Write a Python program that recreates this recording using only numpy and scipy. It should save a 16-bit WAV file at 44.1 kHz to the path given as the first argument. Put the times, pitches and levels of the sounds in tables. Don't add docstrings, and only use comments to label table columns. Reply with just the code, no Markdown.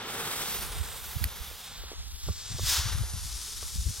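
import sys
import numpy as np
from scipy import signal
from scipy.fft import rfft, irfft
from scipy.io import wavfile

SR = 44100
rng = np.random.default_rng(int(sys.argv[2]) if len(sys.argv) > 2 else 0)


def transcribe(signal):
    frames = np.atleast_2d(signal).T
    limited = np.clip(frames, -1, 1)
    pcm = np.round(limited * 32767).astype(np.int16)
    wavfile.write(sys.argv[1], SR, pcm)


N = 176400
T = np.arange(N) / SR
HZ = np.maximum(np.fft.rfftfreq(N, 1 / SR), 1)
SOUND_M_S = 343
SIDES = (1, -1)


def torch():
    return roar() + hiss() + whistle() + fizz() + spit()


def gas(cracks_per_s=2700, spread_db=1.5):
    cracks = (rng.random(N) < cracks_per_s / SR) * rng.choice([-1, 1], N)
    sizes = amp(spread_db * np.minimum(rng.exponential(size=N), 5))
    return unit(rng.standard_normal(N) + amp(-9.5) * unit(cracks * sizes))


# t/s, level/dB
ROAR_LEVEL = [(0, -37.5), (.3, -35.5), (.48, -38), (.75, -43), (1.2, -47), (1.9, -50), (2.12, -57.5),
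              (2.35, -54), (2.55, -50.5), (3.0, -70), (3.2, -56), (3.66, -50), (3.83, -60), (4, -51.5)]
# f/Hz, level/dB
ROAR_COLOUR = [(40, -4), (130, 4), (220, 0.5), (310, -4.5), (440, 4.5), (620, 0.5), (900, 1), (1350, 2),
               (1800, -1), (2500, -1), (3600, -1), (7000, -16.5), (16000, -38)]
# t/s, f/Hz, depth/dB
ROAR_DIP = [(0, 320, -3.5), (.8, 328, 2), (1.3, 307, 6), (2.35, 525, 4.5), (2.9, 520, 0), (3.25, 577, 22),
            (3.55, 610, 11), (4, 620, -2.5)]

def roar(dip_octaves=.45):
    centre, depth_db = curve(ROAR_DIP), curve(ROAR_DIP, 2)

    def dip(hz, at):
        return amp(-depth_db[at] * np.exp(-(np.log2(hz / centre[at]) / dip_octaves) ** 2))
    noise = moving_filter(colour(gas(), ROAR_COLOUR), dip, size=2048)
    flutter_db = .63 * wander(hz=45)
    return amp(curve(ROAR_LEVEL) + flutter_db) * noise


# t/s, level/dB, f/Hz
NOZZLE_HISS = [(0, -57, 3600), (.2, -48.5, 3800), (.48, -39, 3760), (.75, -49.5, 3600), (1.3, -49, 3650),
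               (1.7, -48, 3660), (2.15, -48.5, 4330), (2.35, -44, 4550), (2.6, -41.5, 4600),
               (3.0, -47, 4940), (3.3, -43, 4640), (3.7, -42, 4900), (4, -42, 5300)]

def hiss(width_octaves=.71, steepness=1.92):
    centre = curve(NOZZLE_HISS, 2)

    def band(hz, at):
        distance = np.log2(hz / centre[at]) / width_octaves
        return (1 + distance ** 2) ** (-steepness / 2) / np.sqrt(centre[at])
    return amp(curve(NOZZLE_HISS)) * unit(moving_filter(gas(), band))


# t/s, level/dB
WHISTLE_LEVEL = [(0, -59), (1.2, -59.5), (1.7, -53.5), (2.1, -60), (2.45, -56), (2.65, -48), (3.1, -64),
                 (4, -59)]

def whistle(hz=3560, width_octaves=.14):
    band = 1 / (1 + (np.log2(HZ / hz) / width_octaves) ** 2)
    return amp(curve(WHISTLE_LEVEL)) * unit(filtered(gas(), band))


# t/s, level/dB, its highest layer relative to that level/dB
FIZZ_LEVEL = [(0, -55, -6), (.06, -51.5, 4), (.12, -42.5, -1), (.25, -40.5, 1.5), (.42, -38.5, 1),
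              (.55, -39, 8.5), (.7, -45, 2.5), (1.15, -47.5, 8), (1.4, -50.5, 8), (1.7, -52, 5.5),
              (1.97, -68, 7), (2.15, -54, 0), (2.55, -51, 5), (3.0, -44, -2), (3.16, -45, -11),
              (3.4, -45.5, -8), (3.7, -45, -4), (4, -47, -8)]
# f/Hz, level/dB
FIZZ_COLOUR = [(2500, -25.5), (5000, -8.5), (7000, -5), (8600, -2), (11500, 2), (13000, -16), (16000, -35)]
# f/Hz, level/dB
TOP_COLOUR = [(9000, -36), (11500, 1), (13000, 2.5), (16000, 2.5)]

def fizz():
    body = colour(gas(), FIZZ_COLOUR)
    top = amp(curve(FIZZ_LEVEL, 2)) * colour(gas(), TOP_COLOUR)
    return amp(curve(FIZZ_LEVEL)) * (body + top)


# f/Hz, level/dB
SPIT_COLOUR = [(200, -26.5), (600, -17), (1200, -9.5), (2400, -9.5), (3500, -4), (5500, -4.5), (7000, -7.5),
               (9500, -11.5), (12500, -10), (16000, -10)]

def spit(start_s=2.615, rise_s=.075, hold_s=.04):
    swell = np.clip((T - start_s) / rise_s, 0, 1) ** 1.48
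    fading_s = np.maximum(T - start_s - rise_s - hold_s, 0)

    def fade(hz, at):
        db_per_s = 80 * (np.maximum(hz, 500) / 5000) ** .55
        return amp(-db_per_s * fading_s[at])
    return amp(-24.5) * swell * moving_filter(colour(gas(), SPIT_COLOUR), fade)


# t/s, level/dB
SNOW_LEVEL = [(0, -8), (.5, -9.5), (.7, -12), (1.6, -15), (2.0, -22), (2.5, -19), (4, -14)]

def snow_scatter(direct, diffuse, from_hz=1200):
    share = amp(curve(SNOW_LEVEL))
    scattered = share * filtered(diffuse, HZ / np.hypot(HZ, from_hz))
    return [(direct + side * scattered) / np.hypot(1, share) for side in SIDES]


# t/s, angle to the left/degrees, treble left minus right/dB
TORCH_DIRECTION = [(0, 27, -1), (.4, 29, -1), (.55, 17, 0), (.72, -5, -2), (.88, -8, -2), (1.05, -2.4, -1),
                   (1.3, 13, -1), (1.6, 0, -2), (1.8, -24, -3), (1.97, -40, -4), (2.3, -21, -1),
                   (2.5, -12, 0), (2.68, 0, 0), (2.9, 10, 1), (3.17, 13, 1), (3.25, 0, 2), (4, 0, 2)]
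# f/Hz, left level/dB, right level/dB
PORT_COLOUR = [(196, -0.5, -1.5), (407, -1.5, 0.5), (626, -5, -5), (780, -0.5, 1), (1100, -3, 1),
               (1290, 1.5, -0.5), (2350, -1.5, -1.5), (2770, -2.5, -1.5), (3660, 1.5, -1),
               (4210, -1.5, -1.5), (5620, 4, -0.5), (6770, 2.5, 1.5), (8260, -2.5, 4.5), (8940, 5, 2),
               (9400, 0.5, -2.5), (12400, -5, 0), (13000, -2, -0.5), (14400, -11, -1.5), (15500, -5, -4)]
# f/Hz, phase/radians
PORT_PHASE = [(200, 0), (2400, 0), (3500, .2), (5900, -.4), (6700, -.1), (7500, .9), (8100, .9),
              (10400, -.7), (11700, -.8), (14000, -.3), (16000, 0)]

def port(x, side, gap_m=.05, full_shadow_hz=11100):
    lead_s = gap_m / SOUND_M_S * np.sin(np.radians(curve(TORCH_DIRECTION)))
    pan_db = curve(TORCH_DIRECTION, 2)

    def direction(hz, at):
        shadow = amp(side * pan_db[at] / 2 * np.minimum(hz / full_shadow_hz, 1))
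        return shadow * np.exp(1j * np.pi * side * hz * lead_s[at])
    tone = amp(over_hz(PORT_COLOUR, 1 if side == 1 else 2))
    phase_shift = np.exp(.5j * side * over_hz(PORT_PHASE))
    return filtered(moving_filter(x, direction), tone * phase_shift)


# t/s, extra path/m, level/dB
CLOSE_ECHO = [(0, .092, -20), (.42, .09, -12), (.5, .082, -6), (.57, .075, -7), (.68, .068, -7),
              (.76, .076, -4), (.82, .085, -7), (1.2, .088, -24)]

def close_echo(x, from_hz=6500):
    delay_s, strength = curve(CLOSE_ECHO) / SOUND_M_S, amp(curve(CLOSE_ECHO, 2))

    def comb(hz, at):
        echo = strength[at] / (1 + (from_hz / hz) ** 4)
        return (1 + echo * np.exp(-2j * np.pi * hz * delay_s[at])) / np.hypot(1, echo)
    return moving_filter(x, comb)


# t/s, level/dB, f/Hz, left minus right/dB, rubbing relative to the thump/dB
THUMPS = [(0.766, -30, 72, -5, -17), (0.812, -23, 70, -12, -18), (1.166, -25, 76, -9, -14),
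          (1.222, -22, 87, -12, -10), (1.258, -20.5, 62, 2, -14), (1.415, -30, 54, -8, -26),
          (2.145, -32, 52, 11, -24), (2.281, -30, 90, -7, -9), (2.302, -23, 75, -3, -12),
          (2.516, -35, 110, -1, -10), (2.552, -28.5, 105, -5, -13), (2.611, -29, 79, -3, -14),
          (2.636, -25.5, 95, -1, -12), (2.685, -31, 72, -3, -18), (2.797, -23.5, 69, 2, -18),
          (2.865, -27, 99, 6, -15), (2.897, -28.5, 56, 9, -16), (2.923, -29, 72, 15, -14),
          (2.95, -23, 85, 9, -13), (2.983, -27, 70, 6, -17), (3.012, -27, 108, 11, -8),
          (3.146, -27, 91, 5, -14), (3.18, -30, 72, 5, -20), (3.256, -37, 80, 6, -9),
          (3.76, -29, 85, 0, -12), (3.789, -25, 65, 0, -16), (3.82, -27, 63, 6, -16),
          (3.869, -21, 73, 7, -15), (3.9, -26, 105, -3, -9)]
# f/Hz, level/dB
RUB_COLOUR = [(30, -3), (70, 1.5), (130, 3), (230, -10), (330, -23.5), (600, -35.5), (2000, -38.5)]

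def thumps(shove_s=.0091, rub_s=.011, out_of_step=.43):
    out, side = np.zeros((2, N)), np.array(SIDES)[:, None]
    rub = colour(rng.standard_normal(N), RUB_COLOUR)
    for s, db, hz, pan_db, rub_db in THUMPS:
        phase, offset = rng.uniform(-np.pi, np.pi, 2)
        near = np.abs(T - s) < .1
        t = T[near] - s
        wave = np.cos(2 * np.pi * hz * t + phase + side * out_of_step * offset)
        shove = wave / np.cosh(np.sqrt(2) * t / shove_s)
        rubbing = amp(rub_db) * rub[near] * np.exp(-.5 * (t / rub_s) ** 2)
        out[:, near] += amp(db) * unit(amp(side * pan_db / 2)) * (shove + rubbing)
    return out


# t/s, level/dB, f/Hz above which the knock is muffled
KNOCKS = [(1.513, -44, 800), (1.837, -43.5, 800), (1.916, -34.5, 413), (1.932, -38, 350), (2.286, -33, 700),
          (2.291, -45, 1400), (2.305, -45, 350), (2.586, -39, 600), (2.594, -36, 900), (3.035, -46, 1100),
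          (3.627, -43.5, 1800)]
# f/Hz, level/dB, decay/s
GRIP_TONES = [(393, 3, 0.0022), (624, 5, 0.00079), (1150, 1, 0.0044), (1390, -3.5, 0.0032)]

def knocks(rise_s=.00044):
    out = np.zeros(N)
    for s, db, soft_hz in KNOCKS:
        for k, (hz, tone_db, decay_s) in enumerate(GRIP_TONES):
            tone = ring(s, db + tone_db, hz, rise_s, decay_s)
            out += (-1) ** k * tone / np.sqrt(1 + (hz / soft_hz) ** 4)
    return out


# f/Hz, level/dB, decay/s
CASING_TONES = [(1930, -26.5, 0.0021), (3450, -42, 0.00072), (4440, -24, 0.0011)]
# f/Hz, level/dB
CRACK_COLOUR = [(1000, -18), (2000, -2), (6000, -13), (8300, -7), (11700, 1), (14000, -9), (16000, 0)]

def click(catch_s=1.2402, rise_s=.00029, crack_s=1.2415, crack_decay_s=.00066):
    ringing = sum(ring(catch_s, db, hz, rise_s, decay_s) for hz, db, decay_s in CASING_TONES)
    age = np.maximum(T - crack_s, 0) / crack_decay_s
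    crack = age * np.exp(1 - age) * stereo_noise(CRACK_COLOUR)
    return ringing + amp([[-21.5], [-13.5]]) * crack


# t/s, level/dB
RUMBLE_LEVEL = [(0, -80), (.45, -55.5), (.7, -40), (1.05, -44.5), (1.35, -45), (1.7, -57.5), (1.8, -42.5),
                (1.93, -49), (2.08, -36.5), (2.22, -44), (2.9, -36.5), (3.4, -43.5), (4, -40)]
# f/Hz, level/dB
RUMBLE_COLOUR = [(15, -7), (35, 7), (60, 11), (90, 3), (140, -14), (250, -30), (600, -40), (2000, -47)]

def rumble():
    return amp(curve(RUMBLE_LEVEL) + 3 * wander(hz=12)) * stereo_noise(RUMBLE_COLOUR)


def amp(db):
    return 10 ** (np.asarray(db) / 20)


def unit(x):
    return x / np.sqrt(np.mean(x ** 2))


def curve(table, column=1):
    rows = np.array(table)
    return np.interp(T, rows[:, 0], rows[:, column])


def over_hz(table, column=1):
    rows = np.array(table)
    return np.interp(np.log(HZ), np.log(rows[:, 0]), rows[:, column])


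def filtered(x, gain):
    return irfft(rfft(x) * gain, N)


def colour(x, table):
    return unit(filtered(x, amp(over_hz(table))))


def stereo_noise(table):
    return np.array([colour(rng.standard_normal(N), table) for _ in SIDES])


def wander(hz):
    return unit(filtered(rng.standard_normal(N), 1 / (1 + (HZ / hz) ** 4)))


def moving_filter(x, gain, size=512):
    hz, s, slices = signal.stft(x, SR, nperseg=size)
    at = np.minimum((s * SR).astype(int), N - 1)
    return signal.istft(slices * gain(np.maximum(hz, 1)[:, None], at), SR, nperseg=size)[1][:N]


def ring(s, db, hz, rise_s, decay_s):
    t = np.arange(SR // 20) / SR
    shape = (1 - np.exp(-t / rise_s)) * np.exp(-t / decay_s)
    return np.interp(T, s + t, amp(db) * shape / shape.max() * np.sin(2 * np.pi * hz * t))


def scene():
    burn = amp(.85 * wander(hz=27) + .56 * wander(hz=109))
    left, right = snow_scatter(direct=burn * torch(), diffuse=burn * torch())
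    heard = np.array([port(left, side=1), close_echo(port(right, side=-1))])
    return heard + rumble() + thumps() + knocks() + click()


def record(dry):
    return signal.sosfilt(signal.ellip(10, .1, 80, 15850, fs=SR, output="sos"), dry)


dry = scene()
out = record(dry)
transcribe(out)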